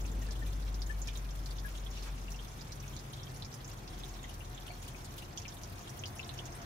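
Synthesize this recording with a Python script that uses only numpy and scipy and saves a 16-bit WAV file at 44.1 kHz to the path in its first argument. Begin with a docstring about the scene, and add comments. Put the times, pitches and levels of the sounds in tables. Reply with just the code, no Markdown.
"""Pet fountain in a wooden hutch

A small fountain trickles in a planter inside an open hutch, outdoors. Drops trap air bubbles that plink,
others spatter on the plastic basin, and the thin stream fizzes; the basin is bumped once. The boards
throw the water's sound back. Behind lie a distant engine slowing down, a faint motor whine and traffic."""
import sys
import numpy as np
from scipy import signal
from scipy.fft import rfft, irfft, next_fast_len
from scipy.io import wavfile

SR = 44100
rng = np.random.default_rng(int(sys.argv[2]) if len(sys.argv) > 2 else 0)


def wav_record(signal):
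    """Record a signal, one row per channel, as 16-bit PCM in the file named by sys.argv[1]."""
    frames = np.transpose(np.atleast_2d(signal))
    bounded = np.clip(frames, -1, 1)
    # unit amplitude maps onto the largest positive 16-bit level
    quanta = np.round(bounded * 32767).astype(np.int16)
    wavfile.write(sys.argv[1], SR, quanta)


N = 293265
TIME = np.arange(N) / SR
DRIP_REFERENCE_S = .015  # a drip's energy is that of a steady sound this long


# The foreground plinks, one trapped bubble each: (time [s], pitch [Hz], level [dB])
CLEAR_DRIPS = [(.008, 6600, -58), (0.051, 2530, -55), (0.055, 6200, -57), (.116, 7100, -58),
               (.216, 6400, -59), (.218, 1876, -58), (0.266, 4430, -57), (.286, 1714, -54),
               (0.309, 5100, -51), (.355, 3220, -59), (0.416, 1800, -54.5), (0.624, 4400, -60),
               (0.743, 5300, -52.5), (0.818, 4500, -46.5), (.8634, 7030, -56.5), (.896, 1760, -46.5),
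               (1.018, 6900, -49.5), (1.073, 5420, -49.5), (1.071, 1770, -58), (1.081, 2410, -49.5),
               (1.086, 3350, -49), (1.155, 3790, -53), (1.173, 6400, -54.5), (1.307, 6000, -55.5),
               (1.459, 4300, -52), (1.460, 5570, -54.5), (1.509, 4340, -54.5), (1.582, 3420, -56.5),
               (1.584, 5000, -55), (1.645, 1650, -44.5), (1.683, 2850, -60), (1.751, 3200, -55.5),
               (1.774, 6470, -59), (1.777, 3577, -57.5), (1.863, 3300, -53), (1.912, 5700, -56.5),
               (1.974, 2700, -55), (2.024, 5170, -54), (2.178, 2540, -57.5), (2.28, 2610, -55.5),
               (2.319, 6000, -53), (2.343, 2780, -55), (2.361, 5800, -58), (2.3895, 3150, -54.5),
               (2.481, 5940, -58.5), (2.61, 5030, -53.5), (2.72, 5230, -49.5), (2.801, 5940, -57),
               (2.835, 2570, -56.5), (2.879, 6380, -56.5), (2.932, 3196, -57), (2.965, 3980, -51.5),
               (2.965, 6360, -54), (2.991, 5200, -55), (3.133, 3650, -52), (3.135, 5700, -57),
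               (3.198, 3600, -57), (3.232, 5600, -55), (3.268, 3210, -58), (3.362, 6280, -57),
               (3.422, 4150, -47.5), (3.447, 5330, -52), (3.527, 5600, -57), (3.54, 6030, -53.5),
               (3.645, 6120, -53), (3.678, 7140, -54.5), (3.714, 5447, -56.5), (3.877, 4800, -52.5),
               (3.999, 5100, -58.5), (4.035, 3400, -50.5), (4.056, 6335, -57), (4.091, 6330, -55.5),
               (4.14, 5730, -59), (4.231, 7100, -56.5), (4.241, 1976, -54.5), (4.24, 3287, -54.5),
               (4.293, 2885, -58), (4.308, 5700, -58.5), (4.406, 2780, -55.5), (4.547, 6850, -56.5),
               (4.577, 3400, -52), (4.679, 3010, -51), (4.704, 2343, -54.5), (4.819, 6740, -57),
               (4.881, 3204, -57), (4.947, 2454, -56), (4.98, 5400, -61), (5.1804, 3160, -52),
               (5.222, 2790, -54.5), (5.374, 3300, -51), (5.375, 6070, -42.5), (5.418, 5880, -54),
               (5.453, 2522, -46.5), (5.481, 6000, -50), (5.568, 3600, -58), (5.634, 5800, -51),
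               (5.793, 5700, -57), (5.8742, 3276, -55.5), (5.894, 5740, -57), (5.992, 6320, -52.5),
               (6.037, 2950, -43.5), (6.0566, 4930, -47), (6.075, 6500, -59), (6.1714, 5920, -59),
               (6.186, 6610, -55), (6.194, 2700, -45.5), (6.229, 3720, -53), (6.245, 5700, -56),
               (6.2922, 3650, -46.5), (6.339, 6400, -60), (6.373, 2580, -56), (6.378, 5480, -53.5),
               (6.389, 3130, -47), (6.455, 6500, -52), (6.521, 5700, -57), (6.616, 5610, -55)]

def clear_drips():
    """The drops that stand out of the trickle."""
    out = np.zeros((2, N))
    for s, hz, db in CLEAR_DRIPS:
        add(out, s, drip(hz, db))
    return out


# Drip voicing: large bubbles ring cleanly on the left, small ones splash on the right:
# (pitch [Hz], left over right [dB], splash share [0-1], snap [dB], splash width [octaves])
DRIP_VOICING = [(1800, 8.5, .14, -1, 0.09), (2700, 2.5, 0.78, 9, 0.12), (3400, -4, 0.82, 9, 0.16),
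                (5000, -3.5, 0.92, 6, 0.35), (6500, -5, 0.62, 5, 0.21)]

def drip(hz, db, max_glide=.037, far_ear_lag_s=.00019):
    """One drip, part ring and part splash by its size; it reaches the far ear a little later."""
    pitches, *columns = np.transpose(DRIP_VOICING)
    side_db, splash_share, snap_db, octaves = [np.interp(hz, pitches, c) for c in columns]
    ring = plink(hz, max_glide * rng.random(), t60_at_4khz=.011, size_power=1.75, fade_power=1.56)
    blend = np.sqrt(1 - splash_share) * ring + np.sqrt(splash_share) * splash(hz, snap_db, octaves)
    ears = amp(db) * pan(side_db) * blend
    far = int(side_db > 0)
    ears[far] = np.roll(ears[far], round(far_ear_lag_s * SR))
    return ears


def plink(hz, glide, t60_at_4khz, size_power, fade_power=1, rise_at_4khz=.0003):
    """A bubble swells and rings down, large ones slowest; its pitch climbs as it nears the surface."""
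    t = np.arange(SR // 12) / SR
    size = 4000 / hz  # relative to a 4 kHz bubble
    t60 = t60_at_4khz * size ** size_power
    cycles = np.cumsum(hz * (1 + glide * np.minimum(t / t60, 1))) / SR
    attack = 1 - np.exp(-t / (rise_at_4khz * size ** 2))
    fade = np.exp(-np.log(1000) * (t / t60) ** fade_power)
    return drip_energy(np.sin(2 * np.pi * cycles) * attack * fade)


def splash(hz, snap_db, octaves, t60=.063, rise_s=.0003, snap_s=.0018, grain_db=3, top_hz=7100):
    """Torn water around a new bubble: a quick snap, then a brief crackle spread about its pitch."""
    t = np.arange(SR // 12) / SR
    crackle = band(grit(len(t), grain_db), hz, octaves)
    crackle = signal.sosfilt(signal.butter(12, top_hz, fs=SR, output="sos"), crackle)
    attack = 1 - np.exp(-t / rise_s)
    snap = amp(snap_db * np.exp(-(t / snap_s) ** 2))
    return drip_energy(crackle * attack * snap * decay(t, t60))


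def soft_drips(level_db=-63, spread_db=2, low_hz=2600, high_hz=6800, lean=.582):
    """Weaker drips between the clear ones, leaning towards small bubbles."""
    out, chances = np.zeros((2, N)), rng.uniform(size=(200, 2))
    for s, (height, strength) in zip(drop_times(per_s=11.6, jitter=.3), chances):
        hz = low_hz * (high_hz / low_hz) ** (height ** lean)
        add(out, s, drip(hz, level_db + spread_db * (2 * strength - 1)))
    return out


def drop_times(per_s, jitter):
    """The stream breaks into drops at a loose beat; jitter is a share of the gap between them."""
    beats = np.arange(200) + jitter * rng.standard_normal(200)
    return beats[(beats > 0) & (beats < per_s * TIME[-1])] / per_s


def pops(level_db=-67, spread_db=3, low_hz=2300, high_hz=6800, count=360):
    """Tiny bubbles pop between the drips and join them into one trickle."""
    out = np.zeros((2, N))
    for when, height, strength in rng.random((count, 3)):
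        hz = low_hz * (high_hz / low_hz) ** height
        add(out, when * TIME[-1], drip(hz, level_db + spread_db * (2 * strength - 1)))
    return out


# Bright accents, the hardest drops on the basin: (time [s], level [dB], centre [Hz], width [octaves])
HARD_SPATTERS = [(.22, -44.5, 10000, 0.83), (0.318, -42, 7000, 1), (.47, -45, 11000, 0.84),
                 (0.818, -48, 9400, .6), (.892, -48, 8000, .5), (1.0715, -42, 8500, 0.75),
                 (1.16, -40.5, 13500, 0.56), (1.39, -48, 12400, 0.28), (1.459, -46, 11000, .5),
                 (1.503, -46, 8000, 0.69), (1.655, -41, 11000, .25), (2.028, -45, 10600, .5),
                 (2.302, -42, 9800, 0.72), (2.719, -50, 10700, .5), (2.825, -47, 12500, .4),
                 (3.126, -46, 10000, .3), (3.339, -46, 10600, .2), (3.368, -46, 11100, 0.22),
                 (3.54, -44, 8700, .4), (3.897, -52, 9080, 0.18), (4.138, -50, 12000, 0.71),
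                 (4.294, -45.5, 10600, 0.16), (4.39, -48, 11510, 0.17), (4.528, -53, 12970, 0.18),
                 (4.666, -44, 10600, .45), (4.824, -42, 9000, 1), (4.837, -51, 9900, 0.95),
                 (4.878, -40, 8350, 0.74), (5.044, -42, 6990, 0.51), (5.164, -42, 14000, .3),
                 (5.179, -39, 8980, 1), (5.541, -42, 10500, 0.46), (5.625, -48, 10600, 0.35),
                 (5.72, -45, 13500, .35), (5.8753, -47, 8500, .7), (5.893, -45, 7500, 0.45),
                 (5.97, -44, 10850, 0.43), (6.129, -52, 9300, .15), (6.153, -42, 10540, .3),
                 (6.276, -46, 8400, 0.27), (6.455, -44, 8200, 0.84), (6.549, -42.5, 9000, 0.14),
                 (6.557, -47, 9350, .2)]
# EQ of a bursting drop: (frequency [Hz], level [dB])
SPATTER_EQ = [(300, -10), (1000, -12), (3400, 8), (6300, -2.5), (7800, -3), (10500, -4.5), (13000, -8),
              (16000, -7.5)]

def spatters(trim_db=-6.5, soft_db=-55, spread_db=1, soft_hz=9800, scatter_octaves=.25):
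    """Drops hit the basin: the hard ones, and a patter of soft spits, each with its own pitch."""
    out, chances = np.zeros((2, N)), rng.standard_normal((200, 2))
    for s, db, hz, octaves in HARD_SPATTERS:
        add(out, s, burst(db, hz, octaves))
    for s, (height, strength) in zip(drop_times(per_s=13, jitter=.46), chances):
        hz = soft_hz * 2 ** (scatter_octaves * height)
        add(out, s, burst(soft_db + spread_db * np.tanh(strength), hz, octaves=.15))
    return amp(trim_db) * colour(out, SPATTER_EQ)


def burst(db, hz, octaves, rise_s=.001, t60=.073, broadband_db=-13):
    """A drop bursts into a short shower of droplets, most of them of one size."""
    t = np.arange(SR // 8) / SR
    ticks = unit(grit(len(t), grain_db=1))
    shower = unit(band(ticks, hz, octaves)) + amp(broadband_db) * ticks
    attack = 1 - np.exp(-t / rise_s)
    return amp(db) * attack * decay(t, t60) * shower


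# How strongly the small bubbles speak across their range: (pitch [Hz], level [dB])
GURGLE_BALANCE = [(1500, -11), (2300, 6), (3300, 3.5), (4700, 2.5), (5600, 6.5), (6500, 3), (7600, -3.5),
                  (12000, -17)]

def gurgle(per_s=2400, level_db=-66, spread_db=2, clump_db=3, clump_hz=20, side_db=-3, count=64):
    """A crowd of small bubbles, born in loose clumps, blurs into a wash."""
    out, clumps_db = np.zeros((2, N)), clump_db * drift(clump_hz)
    pitches = np.geomspace(GURGLE_BALANCE[0][0], GURGLE_BALANCE[-1][0], count)
    strengths = amp(spread_db * np.minimum(rng.exponential(1, N), 3) + clumps_db)
    births = strengths * (rng.random(N) < per_s / SR)
    pitch_index = rng.integers(0, count, N)
    for k, (hz, side) in enumerate(zip(pitches, rng.random(count))):
        ring = plink(hz, glide=.08, t60_at_4khz=.022, size_power=1)
        rings = signal.oaconvolve(births * (pitch_index == k), ring)[:N]
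        out += amp(read(GURGLE_BALANCE, hz)) * pan(side_db + 10 * (side - .5)) * rings
    return unit(out) * amp(level_db)


# EQ of the stream's fizz: (frequency [Hz], level [dB])
SPRAY_EQ = [(300, -8), (1000, 14), (2000, -6.5), (3400, 6.5), (4700, 1.5), (6300, 3.5), (7800, -1.5),
            (10500, -0.5), (13000, -0.5), (15000, -0.5), (16000, -3.5)]

def spray(per_band_per_s=4500, level_db=-61, mist_db=-6, clump_db=3, clump_hz=60):
    """Tiny droplets tick in clumps, each size with its own colour, over an even mist of hiss."""
    out, shared_clumps = np.zeros((2, N)), drift(clump_hz)
    for hz in np.geomspace(1500, 12000, 6):
        ticks = (rng.random(N) < per_band_per_s / SR) * rng.standard_normal((2, N))
        ticks *= amp(clump_db * (shared_clumps + drift(clump_hz)))
        out += band(ticks, hz, octaves=.39)
    mist = amp(mist_db) * rng.standard_normal((2, N))
    return colour(unit(out) + mist, SPRAY_EQ) * amp(level_db)


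# Light scrapes in the planter: (time [s], length [s], centre [Hz], width [octaves], level [dB])
PLANTER_RUSTLES = [(1.898, 0.14, 3740, 0.58, -58), (2.01, 0.094, 3160, 0.99, -57),
                   (2.05, 0.053, 1190, 0.62, -57.5), (3.115, 0.18, 3400, .12, -63.5),
                   (4.67, 0.1, 4400, 0.035, -63)]

def rustles():
    """Short swells of rubbing noise."""
    out = np.zeros((2, N))
    for s, length, hz, octaves, db in PLANTER_RUSTLES:
        rub = band(rng.standard_normal((2, SR // 4)), hz, octaves)[:, :round(length * SR)]
        add(out, s, amp(db) * unit(rub * signal.windows.tukey(rub.shape[1], .7)))
    return out


# The hollow modes of the plastic basin: (frequency [Hz], level [dB], t60 [s])
BASIN_MODES = [(636, -7, 0.058), (720, 0, 0.17), (810, -2, .06)]

def knock(at_s=4.69, push_s=.024, level_db=-47, side_db=-3, rub_db=-6, rub_hz=720):
    """Something soft bumps the basin: a brief rub, and a hollow ring that lingers."""
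    out, t = np.zeros((2, N)), np.arange(SR // 4) / SR
    push = signal.windows.hann(round(push_s * SR))
    attack = np.cumsum(np.pad(push, (0, len(t) - len(push)))) / push.sum()
    ring = sum(amp(db) * decay(t, t60) * np.sin(2 * np.pi * (hz * t + rng.random()))
               for hz, db, t60 in BASIN_MODES)
    rub = band(rng.standard_normal((2, len(t))), rub_hz, octaves=.2)[:, :len(push)]
    add(out, at_s, np.sqrt(2) * attack * ring)
    add(out, at_s, amp(rub_db) * unit(rub * push))
    return amp(level_db) * pan(side_db) * out


# The hutch's short, woody tail: (frequency [Hz], t60 [s])
HUTCH_DECAY = [(500, 0.21), (2000, 0.057), (6000, 0.056), (15000, 0.067)]

def hutch(dry, wet_db, echo_db=-26, predelay_s=.002, echo_s=.034, paths=3):
    """Close boards answer at once, a farther wall later; the paths shift as drops land in new places."""
    wet = np.zeros((2, N))
    for k in range(paths):
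        taps = rng.standard_normal((2, SR // 4)) * (rng.random((2, SR // 4)) < .08)
        hz, t, spectrum = signal.stft(taps, SR, nperseg=128)
        tail = signal.istft(spectrum * decay(t, read(HUTCH_DECAY, hz)[:, None]), SR, nperseg=128)[1]
        tail /= np.linalg.norm(tail, axis=1, keepdims=True)
        response = np.zeros((2, SR // 3))
        add(response, predelay_s, amp(wet_db) * tail)
        add(response, echo_s, amp(echo_db) * tail[::-1])  # left and right swapped
        crossfade = np.cos(np.pi * (2 * TIME + k / paths)) * np.sqrt(2 / paths)
        wet += signal.oaconvolve(dry * crossfade, response, axes=1)[:, :N]
    return dry + wet


# The distant engine slows and fades: (time [s], firing rate [Hz], level [dB])
ENGINE_SLOWDOWN = [(0, 48, -36), (.15, 49.1, -37), (.9, 48.97, -36), (1.1, 47.86, -38.5),
                   (2.4, 46.37, -41.5), (2.48, 45.15, -52), (3, 45.07, -47.5), (3.12, 43.72, -59),
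                   (3.45, 43.66, -51), (3.54, 43.3, -64), (3.64, 43.8, -53), (4.05, 43.72, -46.5),
                   (5.4, 43.63, -54), (5.8, 43.6, -54), (5.97, 44.1, -74), (6.25, 42.92, -61),
                   (6.4, 42.76, -53)]

def engine(trim_db=-.3, waver_db=.64, flutter_db=1, third_db=-60.5, boom_db=9, side_db=2):
    """A deep, uneven exhaust note whose third harmonic booms for a moment."""
    hz, db = curves(ENGINE_SLOWDOWN)
    phase = 2 * np.pi * np.cumsum(hz) / SR
    note = amp(db + trim_db + waver_db * drift(15) + flutter_db * drift(30)) * np.sin(phase)
    third = amp(third_db + boom_db * boom_swell()) * np.sin(3 * phase + .4 * drift(4.8))
    return np.sqrt(2) * pan(side_db) * (note + third)


def boom_swell(start_s=2.37, end_s=3.55, rise_s=.35, fall_s=.12):
    """The boom's envelope, 0-1: it rises, holds and drops back."""
    return np.clip(np.minimum((TIME - start_s) / rise_s, (end_s - TIME) / fall_s), 0, 1)


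# The far motor's sinking whine: (time [s], pitch [Hz], level [dB])
MOTOR_GLIDE = [(0, 384.6, -74), (1.4, 382, -68.5), (2.3, 378.1, -69.5), (3.0, 371, -73), (3.4, 369, -67),
               (3.65, 368, -72), (3.95, 367, -63), (4.4, 359.8, -66), (4.95, 353.6, -71), (5.4, 352, -67.5),
               (5.8, 352, -65.5), (6.25, 351.7, -61.5), (6.65, 344, -63)]
# Its timbre: (harmonic [number], level [dB])
MOTOR_HARMONICS = [(1, 4.5), (2, 5.5), (3, -5)]

def motor(trim_db=-2, side_db=1, wobble=.008, shimmer_hz=36):
    """A whine arrives by many shifting paths, so each harmonic shimmers; a steady path grows as it nears."""
    hz, db = curves(MOTOR_GLIDE)
    rotation = np.exp(2j * np.pi * np.cumsum(hz * (1 + wobble * drift(8))) / SR)
    steady = .7 * TIME / TIME[-1]
    ears = np.zeros((2, N))
    for ear in ears:
        for k, harmonic_db in MOTOR_HARMONICS:
            scattered = (drift(shimmer_hz) + 1j * drift(shimmer_hz)) / np.sqrt(2)
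            ear += amp(db + trim_db + harmonic_db) * ((steady + scattered) * rotation ** k).real
    return pan(side_db) * ears


# EQs of the town bed, low rumble, road roar and airy hiss: (frequency [Hz], level [dB])
RUMBLE_EQ = [(20, -16.5), (40, -12), (70, -2), (100, 0), (135, -3), (170, -8.5), (260, -19.5), (600, -46)]
ROAR_EQ = [(60, -33), (140, -17), (200, -1), (330, -4), (480, -9), (900, -15.5), (2500, -41)]
HISS_EQ = [(100, -18), (450, 5), (850, 6.5), (1300, 5), (2200, -0.5), (4000, -20.5), (6300, -7),
           (8000, -40), (12000, -24), (16000, -46)]

def traffic(rumble_db=-50, roar_db=-56.5, hiss_db=-56, boom_db=2, waver_db=.55, side_db=1):
    """Roar and rumble ease off at first, the rumble swells with the boom, and hiss grows at the end."""
    leaving_db = 5.5 * np.exp(-(TIME / .77) ** 2)
    nearing_db = 4.5 * np.exp((TIME - TIME[-1]) / .58)
    swell_db = .74 * leaving_db + boom_db * boom_swell() + waver_db * drift(1.813)
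    rumble = amp(rumble_db + swell_db) * outdoors(RUMBLE_EQ)
    hiss = amp(hiss_db + nearing_db) * outdoors(HISS_EQ)
    roar = amp(roar_db + leaving_db) * outdoors(ROAR_EQ)
    return pan(side_db) * (rumble + hiss) + roar


# Brief swells in the low end: (time [s], length [s], pitch [Hz], level [dB])
RUMBLE_SURGES = [(0.0, 0.86, 105.5, -57.5), (5.66, 0.17, 92.7, -51), (5.821, 0.45, 97.8, -55.5),
                 (6.22, 0.36, 133.7, -57)]

def surges(wobble=.046, side_db=3):
    """Short low hums swell out of the rumble, a little to the left."""
    out = np.zeros((2, N))
    for s, length, hz, db in RUMBLE_SURGES:
        phase = 2 * np.pi * np.cumsum(hz * (1 + wobble * drift(14.8))) / SR
        hum = np.sin(phase[:round(length * SR)])
        add(out, s, amp(db) * pan(side_db) * unit(hum * signal.windows.tukey(len(hum), .6)))
    return out


# Stereo image of the open air: (frequency [Hz], left-right coherence [-1 to 1])
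EAR_COHERENCE = [(60, 0.93), (160, 0.98), (270, 0.83), (450, 0.32), (740, 0.067), (1220, -0.45),
                 (2000, 0.035), (6000, -0.38)]

def outdoors(eq):
    """Diffuse noise: centred in the bass, wide in the treble."""
    size = next_fast_len(N)
    left, unrelated = rfft(rng.standard_normal((2, size)))
    coherence = read(EAR_COHERENCE, np.fft.rfftfreq(size, 1 / SR))
    right = coherence * left + np.sqrt(1 - coherence ** 2) * unrelated
    return colour(irfft([left, right], size), eq)


def amp(db):
    """Decibels to gain."""
    return 10 ** (np.asarray(db) / 20)


def unit(x):
    """Scales to rms 1."""
    return x / np.sqrt(np.mean(x ** 2) + 1e-20)


def drip_energy(x):
    """Scales each channel to the energy of rms 1 held for DRIP_REFERENCE_S."""
    return x / np.sqrt(np.sum(x ** 2, axis=-1, keepdims=True) / (DRIP_REFERENCE_S * SR))


def decay(t, t60):
    """A fade of 60 dB every t60 seconds."""
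    return np.exp(-np.log(1000) * t / t60)


def grit(samples, grain_db):
    """Stereo noise roughened by a random gain on every sample."""
    return rng.standard_normal((2, samples)) * amp(grain_db * rng.standard_normal(samples))


def read(points, hz):
    """A spectrum table at any frequency."""
    f, value = np.transpose(points)
    return np.interp(np.log(hz + 1), np.log(f), value)


def curves(rows):
    """Each column of an automation table at every sample."""
    s, *columns = np.transpose(rows)
    return [np.interp(TIME, s, c) for c in columns]


def colour(x, eq):
    """An EQ that keeps the power of white sound."""
    size = next_fast_len(N)
    gain = unit(amp(read(eq, np.fft.rfftfreq(size, 1 / SR))))
    return irfft(rfft(x, size) * gain, size)[..., :N]


def band(x, hz, octaves):
    """A bell-shaped band on the octave scale."""
    size = next_fast_len(x.shape[-1])
    octaves_away = np.log2((np.fft.rfftfreq(size, 1 / SR) + 1) / hz)
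    bell = np.exp(-.5 * (octaves_away / octaves) ** 2)
    return irfft(rfft(x, size) * bell, size)[..., :x.shape[-1]]


def drift(hz):
    """Random wandering of rms 1, up to about hz."""
    knots = np.arange(0, TIME[-1] + 1, .5 / hz)
    return unit(np.interp(TIME, knots, rng.standard_normal(2000)[:len(knots)]))


def pan(db):
    """Stereo gains for a level difference; positive is left."""
    return unit(amp([[db / 2], [-db / 2]]))


def add(mix, s, sound):
    """Mixes a sound in at a time."""
    part = mix[:, max(round(s * SR), 0):][:, :sound.shape[-1]]
    part += sound[..., :part.shape[1]]


def scene():
    """Water in the hutch, the town behind."""
    drips = hutch(clear_drips() + soft_drips() + pops() + spatters(), wet_db=-.5)
    trickle = hutch(gurgle() + spray() + rustles(), wet_db=-2.5)
    return drips + trickle + knock() + engine() + motor() + traffic() + surges()


def record(dry):
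    """A steep high cut on the whole mix."""
    high_cut = signal.firwin(801, cutoff=15780, window=("kaiser", 9), fs=SR)
    return signal.oaconvolve(dry, high_cut[None], "same", axes=1)


dry = scene()
out = record(dry)
wav_record(out)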